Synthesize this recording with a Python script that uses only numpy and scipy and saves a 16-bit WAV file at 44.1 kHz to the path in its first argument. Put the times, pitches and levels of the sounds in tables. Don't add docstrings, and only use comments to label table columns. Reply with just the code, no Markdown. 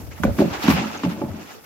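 import sys
import numpy as np
from scipy import signal
from scipy.fft import rfft, irfft, next_fast_len
from scipy.io import wavfile

SR = 44100
rng = np.random.default_rng(int(sys.argv[2]) if len(sys.argv) > 2 else 0)


def pcm_store(signal):
    levels = np.round(np.clip(np.atleast_2d(signal), -1, 1) * 32767)
    wavfile.write(sys.argv[1], SR, levels.astype(np.int16).T)


N = 72765

# frequency_hz [Hz], level_db [dB], t60_s [s]
BODY_MODES = [(91.4, -3.5, 0.52), (146, -12.5, 0.37), (178, 1, 0.23), (215, -2.5, 0.23), (231, -4.5, 0.22),
              (262.7, 2, 0.12), (293.6, 2.5, 0.16), (320, -1, 0.12), (364, -1, 0.2)]
# frequency_hz [Hz], level_db [dB], t60_s [s]
OVERTONE_MODES = [(460, -1.5, 0.056), (561, -3, 0.098), (622, -4, 0.057), (718, -13, 0.096)]
# frequency_hz [Hz], level_db [dB], t60_s [s]
KNOCK_MODES = [(865.6, -7, 0.14), (1043, -0.5, 0.015), (1141, -2, 0.029), (1373, -10, 0.028),
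               (1467, -3.5, 0.016), (1780, -19, 0.013), (2326, 1.5, 0.04), (2950, -25, 0.02)]
# frequency_hz [Hz], relative density_db [dB per Hz]
STRAW_SPECTRUM = [(240, -24), (400, -4.5), (754, -6), (846, 1.5), (985, -5), (1300, -4), (1520, -7.5),
                  (2680, -8.5), (3640, -15.5), (5530, -17), (7040, -22.5), (8300, -43), (10800, -73),
                  (18300, -120)]

RIGHT_LAG_S = 0.0001


def from_db(db):
    return 10 ** (np.asarray(db) / 20)


def rms_one(x):
    return x / np.sqrt(np.mean(x ** 2) + 1e-20)


def level_in_time(points):
    time_s, level_db = np.transpose(points)
    return np.interp(np.arange(N) / SR, time_s, level_db)


def at_hz(points, hz):
    frequency_hz, value = np.transpose(points)
    return np.interp(np.log(hz), np.log(frequency_hz), value)


def band(x, low_hz, high_hz):
    corners_hz = [low_hz, min(high_hz, 0.45 * SR)]
    return signal.sosfilt(signal.butter(2, corners_hz, "band", fs=SR, output="sos"), x)


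def drift(corner_hz):
    step = 40
    pole = np.exp(-2 * np.pi * step * corner_hz / SR)
    noise = rng.standard_normal(N // step + 2002)
    slow = signal.lfilter([1], [1, -2 * pole, pole * pole], noise)[2000:]
    return np.interp(np.arange(N) / step, np.arange(len(slow)), rms_one(slow))


def ring(x, hz, t60_s):
    radius = from_db(-60 / (t60_s * SR))
    angle = 2 * np.pi * hz / SR
    return signal.lfilter([0, np.sin(angle)], [1, -2 * radius * np.cos(angle), radius ** 2], x + 1e-18)


def stereo(mid, side, correlation):
    correlation = np.clip(correlation, -1, 1)
    return np.sqrt(1 + correlation) * mid + np.sqrt(1 - correlation) * side * [[1], [-1]]


def coloured(spectrum, patchy_db, snap_share):
    # frequency_hz [Hz], correlation [no unit]
    side_likeness = [(60, 0.42), (150, -1.5), (380, 0.43), (950, -0.059), (2380, 0.15), (5980, -0.24),
                     (15000, 0.092)]
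    snaps_per_s = 3000
    edges_hz = 90 * 2 ** np.arange(0, 7.7, 1 / 3)
    common = drift(14)

    snap_size = from_db(4.7 * np.minimum(rng.exponential(1, (2, N)), 3))
    snaps = (rng.random((2, N)) < snaps_per_s / SR) * snap_size
    share = np.clip(snap_share, 0, 1)
    power = 1 - share + share * rms_one(snaps)[:, None] ** 2
    grains = rng.standard_normal((2, 2, N)) * np.sqrt(power)

    out = 0
    for k, (low_hz, high_hz) in enumerate(zip(edges_hz, edges_hz[1:])):
        hz = np.sqrt(low_hz * high_hz)
        own = drift(21)
        if spectrum[0][0] <= hz <= spectrum[-1][0] * 1.1:
            gain = from_db(at_hz(spectrum, hz) + patchy_db * (1.14 * common + own))
            mid, side = band(grains[k % 2], low_hz, high_hz)
            out = out + gain * stereo(mid, side, at_hz(side_likeness, hz))
    return rms_one(out)


def outdoor_air():
    # frequency_hz [Hz], relative density_db [dB per Hz]
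    air_spectrum = [(59, -30), (100, 5), (583, 4.5), (1170, -13), (1830, -8), (3250, -14.5), (6560, -12.5),
                    (8110, -61), (14700, -27), (16000, -33)]
    return from_db(-46) * coloured(air_spectrum, patchy_db=-3.0, snap_share=0)


def rumble():
    # time_s [s], level_db [dB]
    envelope = [(0.0, -30.5), (0.064, -35.5), (0.086, -30.5), (0.188, -41.5), (0.238, -24), (0.27, -19),
                (0.306, -23.5), (0.372, -31), (0.404, -29), (0.482, -44), (0.518, -33.5), (0.55, -55),
                (0.568, -37), (0.666, -41), (0.694, -32), (0.712, -26), (0.798, -42), (1.02, -52),
                (1.042, -44), (1.08, -43), (1.158, -55), (1.24, -35), (1.272, -49), (1.304, -30),
                (1.354, -43), (1.57, -86), (1.626, -65), (1.65, -63)]
    mid, side = band(rng.standard_normal((2, N)), 58.3, 102)
    return from_db(level_in_time(envelope)) * rms_one(stereo(mid, side, 0.31))


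def crackle():
    crackles_per_s, ring_cycles = 350, 26
    born = rng.random(N) < crackles_per_s * from_db(4 * drift(15)) / SR
    strength = from_db(3.1 * np.minimum(rng.exponential(1, N), 3))
    place = rng.choice([-1, 1], (2, N)) * rng.uniform(0.36, 1, (2, N))
    clicks = born * strength * place

    pitches_hz = np.geomspace(750, 6000, 16)
    pitch_index = rng.integers(0, 16, N)
    out = 0
    for k, hz in enumerate(pitches_hz):
        gain = from_db(at_hz(STRAW_SPECTRUM, hz) + 10 * np.log10(hz))
        out = out + gain * ring(clicks * (pitch_index == k), hz, ring_cycles / hz)
    return rms_one(out)


def straw():
    # time_s [s], level_db [dB]
    rustle_levels = [(0.0, -51), (0.1, -63), (0.118, -48), (0.146, -54.5), (0.178, -48), (0.224, -51),
                     (0.234, -42), (0.238, -43.5), (0.28, -47), (0.362, -50), (0.39, -34.5), (0.418, -34),
                     (0.444, -40.5), (0.546, -35.5), (0.596, -39), (0.628, -33), (0.67, -28),
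                     (0.684, -23.5), (0.836, -33), (0.9, -36.5), (0.918, -41), (0.95, -35), (0.988, -42),
                     (1.0, -35), (1.024, -43), (1.038, -37.5), (1.06, -42.5), (1.112, -39.5), (1.176, -49),
                     (1.216, -43.5), (1.262, -56), (1.414, -44), (1.446, -51), (1.492, -45), (1.63, -58.5),
                     (1.65, -52.5)]
    # time_s [s], level_db [dB]
    treble_levels = [(0.0, -54), (0.142, -60.5), (0.202, -52.5), (0.224, -56), (0.238, -43.5), (0.266, -59),
                     (0.398, -47.5), (0.444, -55), (0.582, -55), (0.642, -44.5), (0.67, -49.5),
                     (0.706, -37.5), (0.812, -59.5), (0.876, -54.5), (0.988, -59.5), (1.144, -54),
                     (1.176, -61.5), (1.25, -57.5), (1.322, -61.5), (1.538, -58), (1.59, -62.5),
                     (1.65, -57)]
    # frequency_hz [Hz], relative density_db [dB per Hz]
    treble_spectrum = [(5000, -5), (8500, -7), (11100, -5), (13300, -0.5), (14700, 10), (15700, -8)]
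    # start_s [s], length_s [s], low_hz [Hz], high_hz [Hz], level_db [dB]
    flicks = [(0.112, 0.024, 1430, 2450, -45.5), (0.179, 0.0023, 800, 2580, -33),
              (0.627, 0.0173, 2600, 4300, -34), (0.658, 0.0065, 2650, 2950, -34),
              (0.97, .013, 2760, 3100, -52), (0.973, 0.011, 6140, 6800, -41),
              (1.306, 0.016, 1150, 1400, -47)]
    rustle_gain_db, treble_gain_db, crackle_gain_db = 4, 6, -2

    rustle_db = level_in_time(rustle_levels)
    treble_db = level_in_time(treble_levels)
    out = from_db(rustle_db + rustle_gain_db) * coloured(STRAW_SPECTRUM, patchy_db=1.4, snap_share=0.48)
    out += from_db(treble_db + treble_gain_db) * coloured(treble_spectrum, patchy_db=0.0, snap_share=0.31)
    out += from_db(rustle_db + crackle_gain_db) * crackle()

    t = np.arange(N) / SR
    for start_s, length_s, low_hz, high_hz, level_db in flicks:
        ramp_s = 0.0019
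        shape = np.clip(np.minimum(t - start_s, start_s + length_s - t) / ramp_s, 0, 1)
        noise = rms_one(band(rng.standard_normal(N), low_hz, high_hz))
        out += from_db(level_db) * shape * noise
    return out


def scuffing():
    # time_s [s], level_db [dB]
    scuff_levels = [(0.0, -36.5), (0.252, -56), (0.372, -30), (0.68, -38), (1.074, -38.5), (1.244, -26.5),
                    (1.406, -38.5), (1.544, -54.5), (1.65, -51.5)]
    scuff_gain_db = -3
    force = rng.standard_normal((2, N)) * from_db(0.83 * drift(58))
    modes = BODY_MODES + OVERTONE_MODES + KNOCK_MODES[:1]
    mid, side = (sum(from_db(mode_db) * rms_one(ring(drive, hz, t60_s)) for hz, mode_db, t60_s in modes)
                 for drive in force)
    return from_db(level_in_time(scuff_levels) + scuff_gain_db) * rms_one(stereo(mid, side, 0.89))


def shed(x):
    t60_s, wall_cut_hz = 0.33, 2450
    size = next_fast_len(N + SR)
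    angle = 2 * np.pi * np.arange(size // 2 + 1) / size
    dull = 1 / (1 + 1j * angle * SR / (2 * np.pi * wall_cut_hz))
    out = []
    for dry_side, delays in zip(x, rng.uniform(0.012, 0.04, (2, 6)) * SR):
        response = 0
        for k, delay in enumerate(delays):
            loop = from_db(-60 * delay / SR / t60_s) * dull * np.exp(-1j * angle * delay)
            response = response + (-1) ** k * loop / (1 - loop)
        out.append(irfft(rfft(dry_side, size) * response, size)[:N])
    return np.array(out)


def strike(modes, db, centre_hz, focus_db_per_oct2, damping, contact_s, lags_s):
    hz, mode_db, t60_s = np.transpose(modes)[:, :, None]
    focus_db = np.maximum(focus_db_per_oct2 * np.log2(hz / centre_hz) ** 2, -20)
    chance_db = 1.2 * rng.standard_normal(hz.shape)
    level_db = mode_db + db + focus_db + chance_db

    t = np.maximum(np.arange(SR // 5) / SR - np.reshape(lags_s, (2, -1, 1)), 0)
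    onset = 1 - np.exp(-t / contact_s)
    decay = from_db(level_db - 60 * t / (t60_s * np.clip(damping, 0.05, 1.5)))
    tones = onset * decay * np.sin(2 * np.pi * hz * t)
    fade_out = np.minimum(1, np.linspace(8, 0, SR // 5))
    return -np.sum(tones, axis=1) * fade_out


def pan(sound, left_over_right_db):
    return sound * from_db([[left_over_right_db / 2], [-left_over_right_db / 2]])


def hoof_thumps():
    # start_s [s], level_db [dB before layer gains], centre_hz [Hz],
    # overtone_db [dB over the thump before layer gains], ring_share [of free t60], left_over_right_db [dB]
    contacts = [(0.2, -20.5, 201, -14, 0.52, -15.5), (0.235, -18.5, 306, 4, 0.27, -9),
                (0.2402, -5.5, 268, -27, 0.31, -3), (0.2504, 0, 222, -5.5, 0.37, -1.5),
                (0.264, -18, 148, 0, 0.66, 8), (0.279, -13.5, 238, 0.5, 0.58, -5),
                (0.295, -13, 227, -4, 0.65, 0), (0.384, -15, 305, -12, 0.53, -6),
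                (0.392, -2, 252, -13, 0.39, 1.5), (0.403, 0, 332, -9, 0.47, -3),
                (0.4157, -5, 290, -6.5, 0.37, 1.5), (0.4205, -4, 267, -0.5, 0.4, -1),
                (0.439, -12.5, 286, -9, 0.3, -9), (0.4446, -10.5, 313, -7, 0.47, 4),
                (0.457, -9, 193, -13, 0.42, -7), (0.479, -14.5, 200, -8, 0.36, 2),
                (0.515, -26, 320, -16, 0.6, -8), (0.596, -29, 287, -25, 0.68, -4),
                (0.641, -15.5, 252, -28, 0.89, -1), (0.654, -11.5, 231, -17, 1, -3),
                (0.684, 4, 231, -23, 0.49, -2.5), (0.695, -2.5, 215, -33, 0.43, 1),
                (0.6989, 3.5, 251, -13, 0.12, -1.5), (0.707, -8, 254, -12, 0.47, 2),
                (0.724, -31, 254, -30, 0.34, 7), (0.737, -6.5, 172, -33, 0.68, -2.5),
                (0.763, -10.5, 180, -15, 1, -1), (0.784, -10, 192, -22, 0.65, 0),
                (0.8, -16, 178, -16, 1, 0), (0.816, -10, 238, -30, 0.5, -1),
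                (0.838, -14, 232, -19, 0.47, -1.5), (0.857, -18, 239, -10.5, 0.8, -6),
                (0.938, -28, 268, -31, 1, -3), (0.973, -32, 303, -10, 1, 5),
                (1.036, -12.5, 277, -24, 0.26, -2.5), (1.0403, -11.5, 306, -20, 0.4, -3),
                (1.047, -9.5, 260, -16, 0.46, 1), (1.061, -6, 185, -12, 0.58, -1.5),
                (1.077, -8, 184, -14, 0.34, 0), (1.101, -16, 230, -25, 0.31, 0),
                (1.118, -14, 225, -25, 0.81, 2), (1.215, -12.5, 337, -15, 0.49, -4),
                (1.222, -19.5, 320, 6, 0.46, 0.5), (1.236, -13.5, 228, -17, 0.66, -1),
                (1.262, -24.5, 217, 0.5, 0.39, -2), (1.286, -11, 154, -10.5, 0.24, 1),
                (1.34, -18, 215, -24, 1, 3), (1.386, -28, 337, -22, 1, 3),
                (1.448, -36, 320, -26, 0.45, -10)]
    thump_gain_db, overtone_gain_db, contact_s = -5, 3, 0.0027
    out = np.zeros((2, N + SR))
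    for start_s, level_db, centre_hz, overtone_db, ring_share, left_over_right_db in contacts:
        thump = strike(BODY_MODES, level_db + thump_gain_db, centre_hz, -95, ring_share,
                       contact_s, [0, RIGHT_LAG_S])
        pitch_factor = 1 + 0.04 * rng.standard_normal()
        overtones = strike(OVERTONE_MODES * np.array([pitch_factor, 1, 1]),
                           level_db + overtone_db + overtone_gain_db, 555, -31, ring_share,
                           contact_s, [0, 2 * RIGHT_LAG_S])
        sound = pan(thump + overtones, left_over_right_db)
        out[:, int(start_s * SR):][:, :sound.shape[1]] += sound
    return out[:, :N]


def hoof_knocks():
    # start_s [s], level_db [dB before layer gains], centre_hz [Hz]
    edges = [(0.235, -2.5, 1420), (0.239, -8, 1163), (0.25, -16, 1780), (0.388, -13, 1270),
             (0.394, -15, 1400), (0.682, -8, 1270), (0.682, -17.5, 2030), (0.702, -11.5, 1210),
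             (0.713, -11.5, 1070), (0.724, -12.5, 1280), (1.035, -13.5, 1070), (1.05, -20, 830),
             (1.217, -16, 900), (1.245, -22.5, 860)]
    knock_gain_db, crunch_gain_db, crunch_t60_s = -4.5, -17, 0.068
    scatter_s = 0.000068
    lags_s = rng.uniform(0, scatter_s, (2, len(KNOCK_MODES))) + [[0], [RIGHT_LAG_S]]
    t = np.arange(SR // 5) / SR
    out, crunch = np.zeros((2, N + SR)), np.zeros(N + SR)
    for start_s, level_db, centre_hz in edges:
        first = int(start_s * SR)
        knock = strike(KNOCK_MODES, level_db + knock_gain_db, centre_hz, -64, 1.0, 0.0003, lags_s)
        out[:, first:][:, :len(t)] += pan(knock, -1.5)
        crunch[first:][:len(t)] += from_db(level_db + crunch_gain_db - 60 * t / crunch_t60_s)
    return out[:, :N] + crunch[:N] * coloured(STRAW_SPECTRUM, patchy_db=-4.5, snap_share=0.067)


def scene():
    background = outdoor_air() + rumble()
    ground = straw() + scuffing()
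    hooves = hoof_thumps() + hoof_knocks()
    return background + ground + hooves + from_db(-16.5) * shed(hooves)


def record(dry):
    bass_cut_hz, top_cut_hz = 70.6, 15850
    thin = signal.sosfilt(signal.butter(2, bass_cut_hz, "high", fs=SR, output="sos"), dry)
    rounded = thin / (1 + np.abs(thin) ** 6) ** (1 / 6) * 0.98
    return signal.sosfilt(signal.ellip(14, 0.5, 80, top_cut_hz, fs=SR, output="sos"), rounded)


dry = scene()
out = record(dry)
pcm_store(out)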